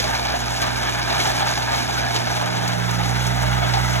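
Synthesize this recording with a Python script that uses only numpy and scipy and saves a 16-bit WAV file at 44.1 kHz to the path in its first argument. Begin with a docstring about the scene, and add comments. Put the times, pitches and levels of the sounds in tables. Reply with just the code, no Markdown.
"""Stones rattle on ringing steel: a mobile gravel screen at work, a few metres away in the open.
Its deck shakes about 19 times a second and throws stones against plates, chute, wire mesh and panels.
Gravel streams off it, big stones crash and clack down, and a rubbed steel edge sings once.
The diesel drones on the right and grows louder as the listener steps round the machine."""
import sys
import numpy as np
from scipy import signal
from scipy.fft import rfft, irfft
from scipy.io import wavfile
from scipy.ndimage import uniform_filter1d

SR = 44100
rng = np.random.default_rng(int(sys.argv[2]) if len(sys.argv) > 2 else 0)


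def unload_audio(sound):
    """Save the sound as a 16-bit wav file, at the path given as the first command line argument."""
    columns = np.transpose(np.atleast_2d(sound))
    # keep every value between -1 and 1, then stretch to whole-number steps
    steps = np.round(np.clip(columns, -1, 1) * 32767)
    wavfile.write(sys.argv[1], SR, steps.astype(np.int16))


N = 176400
T = np.arange(N) / SR
HZ = np.arange(N // 2 + 1) * SR / N
SHAKE_HZ, FIRST_THROW_S = 18.92, .041


def deck():
    """Stones land in uneven clumps at each throw and play the plates, the chute and the mesh."""
    clumps = shake(depth_db=1.3) * amp(1.3 * walk(30))
    return plates(clumps) + chute(clumps) + mesh()


# tone of stones rattling on the plates (frequency [Hz], relative level [dB])
RATTLE_EQ = [(60, -50.5), (190, -29), (290, -8.5), (480, -15.5), (570, -5), (660, -1.5), (900, -0.5),
             (1060, -6.5), (1350, -7), (1600, -6), (1830, -8.5), (2230, -12.5), (2420, -14), (2600, -13.5),
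             (4000, -15.5), (8000, -67.5), (16000, -35.5)]
# modes of the steel deck (frequency [Hz], t60 [s], relative level [dB])
STEEL_MODES = [(623, .2, -2), (660, .12, -6), (698, .25, -1), (768, .2, -2), (815, .18, -4.5),
               (885, .1, -8), (910, .35, -2.5), (1025, .15, -9), (1290, .07, -10), (1490, .1, -8),
               (2205, .1, -5.5), (2380, .06, -9), (2925, .1, -11), (4455, .06, -9)]
# fader for rattle and ring together (time [s], relative level [dB])
PLATES_FADER = [(0, -27.5), (.3, -28.5), (.45, -27), (.65, -28.5), (.85, -28.5), (1.05, -28.5),
                (1.15, -26.5), (1.4, -26.5), (1.6, -29), (1.95, -27.5), (2.1, -30), (2.35, -28.5),
                (2.7, -28), (3.0, -31), (3.45, -29), (3.62, -27), (3.85, -28.5), (4, -30.5)]

def plates(clumps):
    """Stones pelt the steel plates: a dense rattle with the deck ringing through it."""
    hits = pelt(per_s=900, spread_db=1, t60=.036, width=1.12, spots=14)
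    rattle = unit(colour(hits, RATTLE_EQ))
    ring = struck(STEEL_MODES, per_s=160, spread_db=1.5, gain=clumps * shake(depth_db=2.5))
    body = unit(scatter(rattle * clumps, t60=.21, wet=.43))
    return (body + amp(-2) * phase_pan(ring)) * amp(curve(PLATES_FADER) + 1.83)


# hollow modes of the chute (frequency [Hz], t60 [s], relative level [dB])
CHUTE_MODES = [(1578, 0.088, -1.5), (1648, 0.073, 0), (1722, 0.062, -2), (1765, 0.066, -7.5)]
# chute fader (time [s], level [dB])
CHUTE_FADER = [(0, -36), (1.7, -34.5), (2.3, -37.5), (4, -40.5)]

def chute(clumps):
    """Stones ring the hollow chute, hardest between the throws."""
    ring = struck(CHUTE_MODES, per_s=170, spread_db=4, gain=clumps * shake(depth_db=-3))
    return pan(ring, left_db=-4) * amp(curve(CHUTE_FADER))


# tone of the wire mesh (frequency [Hz], relative level [dB])
MESH_EQ = [(1000, -16), (2050, -17), (2220, 1.5), (2420, 8), (2560, -14.5), (4000, -2.5), (4500, 1),
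           (5200, 1), (7000, -49)]
# mesh fader (time [s], level [dB])
MESH_FADER = [(0, -30.5), (.8, -35.5), (1.25, -31), (2.1, -36.5), (2.7, -39.5), (4, -43)]

def mesh():
    """Spiky hits make the wire mesh zing."""
    hits = phase_pan(impacts(per_s=900, spread_db=6))
    return unit(colour(hits, MESH_EQ)) * amp(curve(MESH_FADER))


# tone of streaming gravel (frequency [Hz], relative level [dB])
GRAVEL_EQ = [(300, -5.5), (1200, -6.5), (2300, -3), (2700, -1.5), (3600, 0.5), (4700, -1.5), (6100, -1),
             (7000, -7.5), (10000, -12), (13000, -14.5), (16000, -32.5)]
# gravel fader (time [s], relative level [dB])
GRAVEL_FADER = [(0, -31.5), (.2, -34), (.45, -36), (.58, -33), (.7, -34.5), (1.0, -34.5), (1.15, -33),
                (1.3, -29), (1.41, -32), (1.45, -35.5), (1.49, -30), (1.62, -34), (1.7, -33.5),
                (1.77, -31.5), (1.9, -33), (1.98, -31.5), (2.04, -37.5), (2.15, -30.5), (2.3, -35),
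                (2.6, -36), (3.0, -36), (3.25, -33.5), (3.55, -36.5), (3.8, -34.5), (4, -34.5)]

def gravel():
    """Small stones scrape and tick against each other in uneven spurts."""
    grit = pelt(per_s=5000, spread_db=-.5, t60=.029, width=.033, spots=22)
    ticks = amp(-7.5) * pebbles(count=6000, spread_db=3.7, width=.19)
    spurts = (grit + ticks) * shake(depth_db=1.07) * amp(1.14 * walk(28.22))
    stream = scatter(colour(spurts, GRAVEL_EQ), t60=.27, wet=.037)
    return unit(stream) * amp(curve(GRAVEL_FADER) + 3)


def pebbles(count, spread_db, width):
    """Each pebble ticks at its own pitch, from its own direction."""
    when, pitch, size, side, hardness = rng.random((count, 5)).T[:, :, None]
    age = T[:220]
    hz = 5500 + 10500 * pitch
    decay_s = .0006 * (2.2 + hardness)
    envelope = amp(spread_db * np.minimum(-np.log(1 - size), 5)) * np.exp(-age / decay_s)
    right_lag = left_lead(hz) + width * (2 * side - 1)
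    ticks = [envelope * np.sin(2 * np.pi * hz * age - lag) for lag in (0, right_lag)]
    samples = ((when * N).astype(int) + np.arange(len(age))).ravel()
    return unit(np.array([np.bincount(samples, ear.ravel(), N)[:N] for ear in ticks]))


# big stones on the deck (time [s], crash level [dB], crash decay [s], ring level [dB], ring pitch [Hz])
DECK_HITS = [(0.0, -13, 0.0062, -41, 2240), (0.041, -25, .015, -21, 630), (0.258, -38, .015, -23.5, 690),
             (0.34, -38, .015, -17.5, 698), (0.616, -26, .012, -22, 680), (1.1, -22.5, 0.02, -21, 660),
             (1.128, -37, .012, -22, 810), (1.2, -21.5, 0.026, -19.5, 2205), (1.27, -28, 0.016, -20, 776),
             (1.421, -34, .015, -20, 790), (1.469, -26, 0.054, -34, 1490), (1.744, -31, 0.074, -31, 910),
             (1.838, -32, 0.013, -26, 750), (1.976, -26, 0.021, -18, 1490), (2.144, -21.5, .02, -37, 780),
             (2.161, -20.5, 0.01, -27, 690), (2.302, -29, 0.022, -21, 735), (2.567, -26, 0.015, -25.5, 884),
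             (3.031, -25, 0.017, -26, 2935), (3.096, -42, 0.013, -20.5, 787), (3.618, -41, .02, -18.5, 684),
             (3.736, -21, 0.021, -16.5, 810), (3.772, -36, .015, -19, 810)]
# tone of a crash (frequency [Hz], relative level [dB])
CRASH_EQ = [(150, -21), (400, 1), (780, -8), (1100, -12), (2250, -5), (2700, -8), (4700, -2.5),
            (6200, -13.5), (9000, -23.5), (16000, -37)]
# stones landing on the heap (time [s], level [dB])
HEAP_HITS = [(0.616, -23), (0.772, -30), (1.271, -25), (1.3, -30), (1.746, -31), (2.147, -41), (2.678, -21),
             (2.908, -24), (2.939, -32), (3.268, -22.5), (3.42, -28)]
# tone of a clack (frequency [Hz], relative level [dB])
CLACK_EQ = [(500, 9.5), (2000, -34), (5500, 2), (8000, -3), (12000, -7.5), (16000, -15)]
CLACK_DECAY_S, BOUNCE_S, BOUNCE_DB = .0047, .005, -7

def big_stones():
    """Big stones crash on the steel in a spray of chips; others clack on the heap and bounce once."""
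    crash_envelope = sum(amp(db) * burst(t, decay) for t, db, decay, _, _ in DECK_HITS)
    chips = unit(unit(impacts(per_s=2500, spread_db=3)) + rng.standard_normal(N))
    crashes = colour(crash_envelope * chips, CRASH_EQ)
    ring = sum(amp(db) * clang(t, hz) for t, _, _, db, hz in DECK_HITS)
    clack_envelope = 0
    for t, db in HEAP_HITS:
        bounce = amp(BOUNCE_DB) * burst(t + BOUNCE_S, CLACK_DECAY_S)
        clack_envelope += amp(db) * (burst(t, CLACK_DECAY_S) + bounce)
    clacks = colour(clack_envelope * rng.standard_normal(N), CLACK_EQ)
    return scatter(phase_pan(crashes + ring + clacks), t60=.11, wet=.2)


def clang(start, pitch_hz, focus_octaves=.092, t60_scale=.78):
    """One blow rings the modes of the deck, most of all those near one pitch."""
    out, first = np.zeros(N), int(start * SR)
    age = T[:min(SR // 4, N - first)]
    for hz, t60, _ in STEEL_MODES:
        share = 1 / (1 + (np.log2(hz / pitch_hz) / focus_octaves) ** 2)
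        tone = np.sin(2 * np.pi * hz * age + rng.uniform(0, 2 * np.pi))
        out[first:first + len(age)] += share * tone * amp(-60 * age / (t60 * t60_scale))
    return out


# engine speed (time [s], firing rate [Hz])
FIRING_RATE = [(0, 59.9), (.6, 59.8), (1.0, 60.2), (1.6, 60.7), (2.2, 60.2), (2.9, 59.7), (3.25, 61.4),
               (3.6, 60.9), (4, 60.4)]
# faders for the first three firing harmonics (time [s], level [dB])
FIRST_FADER = [(0.03, -34), (1.33, -37.5), (1.35, -41), (1.77, -36), (1.82, -41), (2.01, -36), (2.19, -49),
               (2.3, -37), (2.5, -55), (2.62, -39), (2.7, -45), (2.89, -36), (3.4, -28.5), (3.95, -30.5)]
SECOND_FADER = [(0.06, -33), (0.36, -36), (0.41, -33), (1.53, -32), (1.54, -33), (2.49, -30), (2.92, -25),
                (3.95, -24)]
THIRD_FADER = [(0, -58), (1.9, -49.5), (2.4, -38), (3.0, -31), (3.4, -37), (4, -37.5)]
# weak engine partials (multiple of the firing rate, level [dB])
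WEAK_PARTIALS = [(8 / 3, -51), (4, -47.5)]
# tone of the exhaust rumble (frequency [Hz], relative level [dB])
RUMBLE_EQ = [(20, -24), (40, -9), (55, -16), (100, -6.5), (160, -5.5), (250, -6.5), (330, -9.5),
             (600, -12.5), (2000, -76.5)]
# tone of the mechanical clatter (frequency [Hz], relative level [dB])
CLATTER_EQ = [(200, -19), (600, -7), (900, -1), (1080, -15), (1300, 3), (1550, 2), (1800, -4), (2060, 3.5),
              (2250, 1), (2550, -21), (3100, -21), (3400, -14), (3700, -16), (8000, -20), (16000, -26)]
ENGINE_LEFT_DB = -22

def diesel():
    """Firing harmonics drone over exhaust rumble; clatter and whines swell with the second harmonic."""
    phase = 2 * np.pi * np.cumsum(curve(FIRING_RATE)) / SR

    def partial(order, db, rough):
        tone = np.sin(order * phase + rng.uniform(0, 2 * np.pi) + rough * walk(28.96))
        return np.sqrt(2) * amp(db) * tone * (1 + rough * walk(21))

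    drone = pan(partial(1, curve(FIRST_FADER), rough=.11), left_db=-7)
    drone += pan(partial(2, curve(SECOND_FADER), rough=.061), left_db=-15)
    upper = partial(3, curve(THIRD_FADER), rough=.15)
    upper += sum(partial(order, db, rough=.53) for order, db in WEAK_PARTIALS)
    drone += pan(upper, ENGINE_LEFT_DB)
    exhaust = colour(rng.standard_normal(N), RUMBLE_EQ)
    rumble = scatter(pan(exhaust, ENGINE_LEFT_DB), t60=.024, wet=.15)
    pulsing = rng.standard_normal(N) * (1 + .089 * np.cos(phase))
    clatter = unit(scatter(phase_pan(colour(pulsing, CLATTER_EQ)), t60=.075, wet=.33))
    second_db = curve(SECOND_FADER)
    swell = amp(3.9 * (second_db - second_db.max()))
    return drone + amp(-38) * rumble + swell * (amp(-30.5) * clatter + whines())


# whines of the engine side (frequency [Hz], relative level [dB])
WHINE_TONES = [(1995, -42), (3401, -43)]

def whines():
    """Two faint engine tones waver in pitch and level."""
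    out = 0
    for hz, db in WHINE_TONES:
        tone = np.sqrt(2) * np.sin(2 * np.pi * hz * T + 1.6 * walk(45))
        out += tone * amp(db - 1.5 + 3.5 * walk(14))
    return phase_pan(out)


# low modes of the side panels (frequency [Hz], t60 [s], relative level [dB])
PANEL_MODES = [(238.7, 0.38, -8), (269, .3, -1.5), (296.7, 0.33, 1.5), (340.2, .25, -1.5), (411, 0.32, -2)]

def panels():
    """The side panels drum steadily under the load."""
    drumming = struck(PANEL_MODES, per_s=300, spread_db=.5, gain=1)
    return amp(-38) * phase_pan(drumming, turn=.34)


def singing_edge(start_s=1.59, length_s=.2, hz=912, db=-31.5):
    """A rubbed steel edge holds one rough note for a moment."""
    progress = np.clip((T - start_s) / length_s, 0, 1)
    swell = np.sqrt(np.abs(np.sin(np.pi * progress)))
    note = np.sqrt(2) * np.sin(2 * np.pi * hz * T + .45 * walk(50)) * (1 + .3 * walk(60))
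    return phase_pan(amp(db) * swell * note, turn=-1.4)


def shake(depth_db):
    """Tremolo that swells at every throw of the deck, or dips if the depth is negative."""
    return amp(depth_db * np.cos(2 * np.pi * SHAKE_HZ * (T - FIRST_THROW_S)))


def impacts(per_s, spread_db):
    """Random clicks; a positive spread makes a few stand out."""
    blows = np.random.default_rng(rng.integers(2 ** 31))
    when, size, sign = blows.random((int(per_s * N / SR), 3)).T
    strength = amp(spread_db * np.minimum(-np.log(1 - size), 4))
    return np.bincount((when * N).astype(int), np.sign(sign - .5) * strength, N)


def pelt(per_s, spread_db, t60, width, spots):
    """Stones hit several spots; each spot has its own brief ring and direction."""
    left, right = 0, 0
    for side in np.linspace(-1, 1, spots):
        ring = unit(rng.standard_normal(SR // 10) * amp(-60 * T[:SR // 10] / t60))
        spot = rfft(impacts(per_s / spots, spread_db)) * rfft(ring, N)
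        left += spot
        right += spot * np.exp(-1j * (width * side + left_lead(HZ)))
    return unit(irfft(np.array([left, right]), N))


def struck(modes, per_s, spread_db, gain):
    """Random blows ring each mode; the gain sets how hard they fall."""
    out, age = 0, T[:SR // 2]
    for hz, t60, db in modes:
        ring = np.sin(2 * np.pi * hz * age) * amp(-60 * age / t60)
        blows = impacts(per_s, spread_db) * gain
        out += amp(db) * unit(signal.fftconvolve(blows, ring)[:N])
    return unit(out)


def burst(start, decay):
    """Envelope of a blow: instant attack, exponential fall."""
    out, first = np.zeros(N), int(start * SR)
    age = T[:min(SR // 2, N - first)]
    out[first:first + len(age)] = np.exp(-age / decay)
    return out


def amp(db):
    """Decibels to gain."""
    return 10 ** (np.asarray(db) / 20)


def unit(x):
    """Scale to an rms of 1."""
    return x / np.sqrt(np.mean(x ** 2))


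def curve(rows):
    """Join (time, value) breakpoints by straight lines."""
    return np.interp(T, *np.array(rows).T)


def walk(rate_hz):
    """Smooth random wander with an rms of 1."""
    hold = int(SR / rate_hz)
    steps = np.repeat(rng.standard_normal(400), hold)[:N]
    return unit(uniform_filter1d(uniform_filter1d(steps, hold), hold))


def colour(x, eq):
    """Minimum-phase EQ that keeps the power of white noise."""
    hz, db = np.array(eq).T
    gain = unit(amp(np.interp(np.log(HZ + 1), np.log(hz), db)))
    cepstrum = irfft(np.log(gain), N)
    cepstrum[1:N // 2] *= 2
    cepstrum[N // 2 + 1:] = 0
    return irfft(rfft(x) * np.exp(rfft(cepstrum)), N)


# how far the left channel runs ahead of the right (frequency [Hz], phase [rad])
LEFT_LEAD = [(0, 0), (170, 0), (290, 2.3), (1000, 1.8), (1400, 1.5), (2600, 1.7), (3600, 1.55),
             (4700, 3.14), (9000, 9.42), (15300, 18.85)]

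def left_lead(hz):
    """The left side runs ahead of the right by this phase: a broad twist in the low middle and a lead that
    grows steadily through the treble."""
    return np.interp(hz, *np.array(LEFT_LEAD).T)


def phase_pan(x, turn=0):
    """Place a sound by phase: the right channel lags by the left lead plus turn radians."""
    return np.array([x, irfft(rfft(x) * np.exp(-1j * (left_lead(HZ) + turn)), N)])


def pan(x, left_db):
    """Place a sound by its left-minus-right level, keeping the mean of the channels."""
    left = amp(left_db)
    return x * np.array([[left], [1]]) * 2 / (1 + left)


def scatter(x, t60, wet):
    """Add a short diffuse tail, different in each ear."""
    tail = rng.standard_normal((2, SR // 4)) * amp(-60 * T[:SR // 4] / t60)
    tail /= np.sqrt(np.sum(tail ** 2, axis=1, keepdims=True))
    return x + wet * signal.fftconvolve(x, tail, axes=1)[:, :N]


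def scene():
    """Mix the machine and the stone falling from it."""
    return diesel() + deck() + panels() + singing_edge() + gravel() + big_stones()


def record(dry):
    """Trim the deepest bass and the very top."""
    low_cut = signal.butter(6, 42, btype="high", fs=SR, output="sos")
    high_cut = signal.ellip(8, .2, 80, 15850, fs=SR, output="sos")
    return signal.sosfilt(high_cut, signal.sosfilt(low_cut, dry))


dry = scene()
out = record(dry)
unload_audio(out)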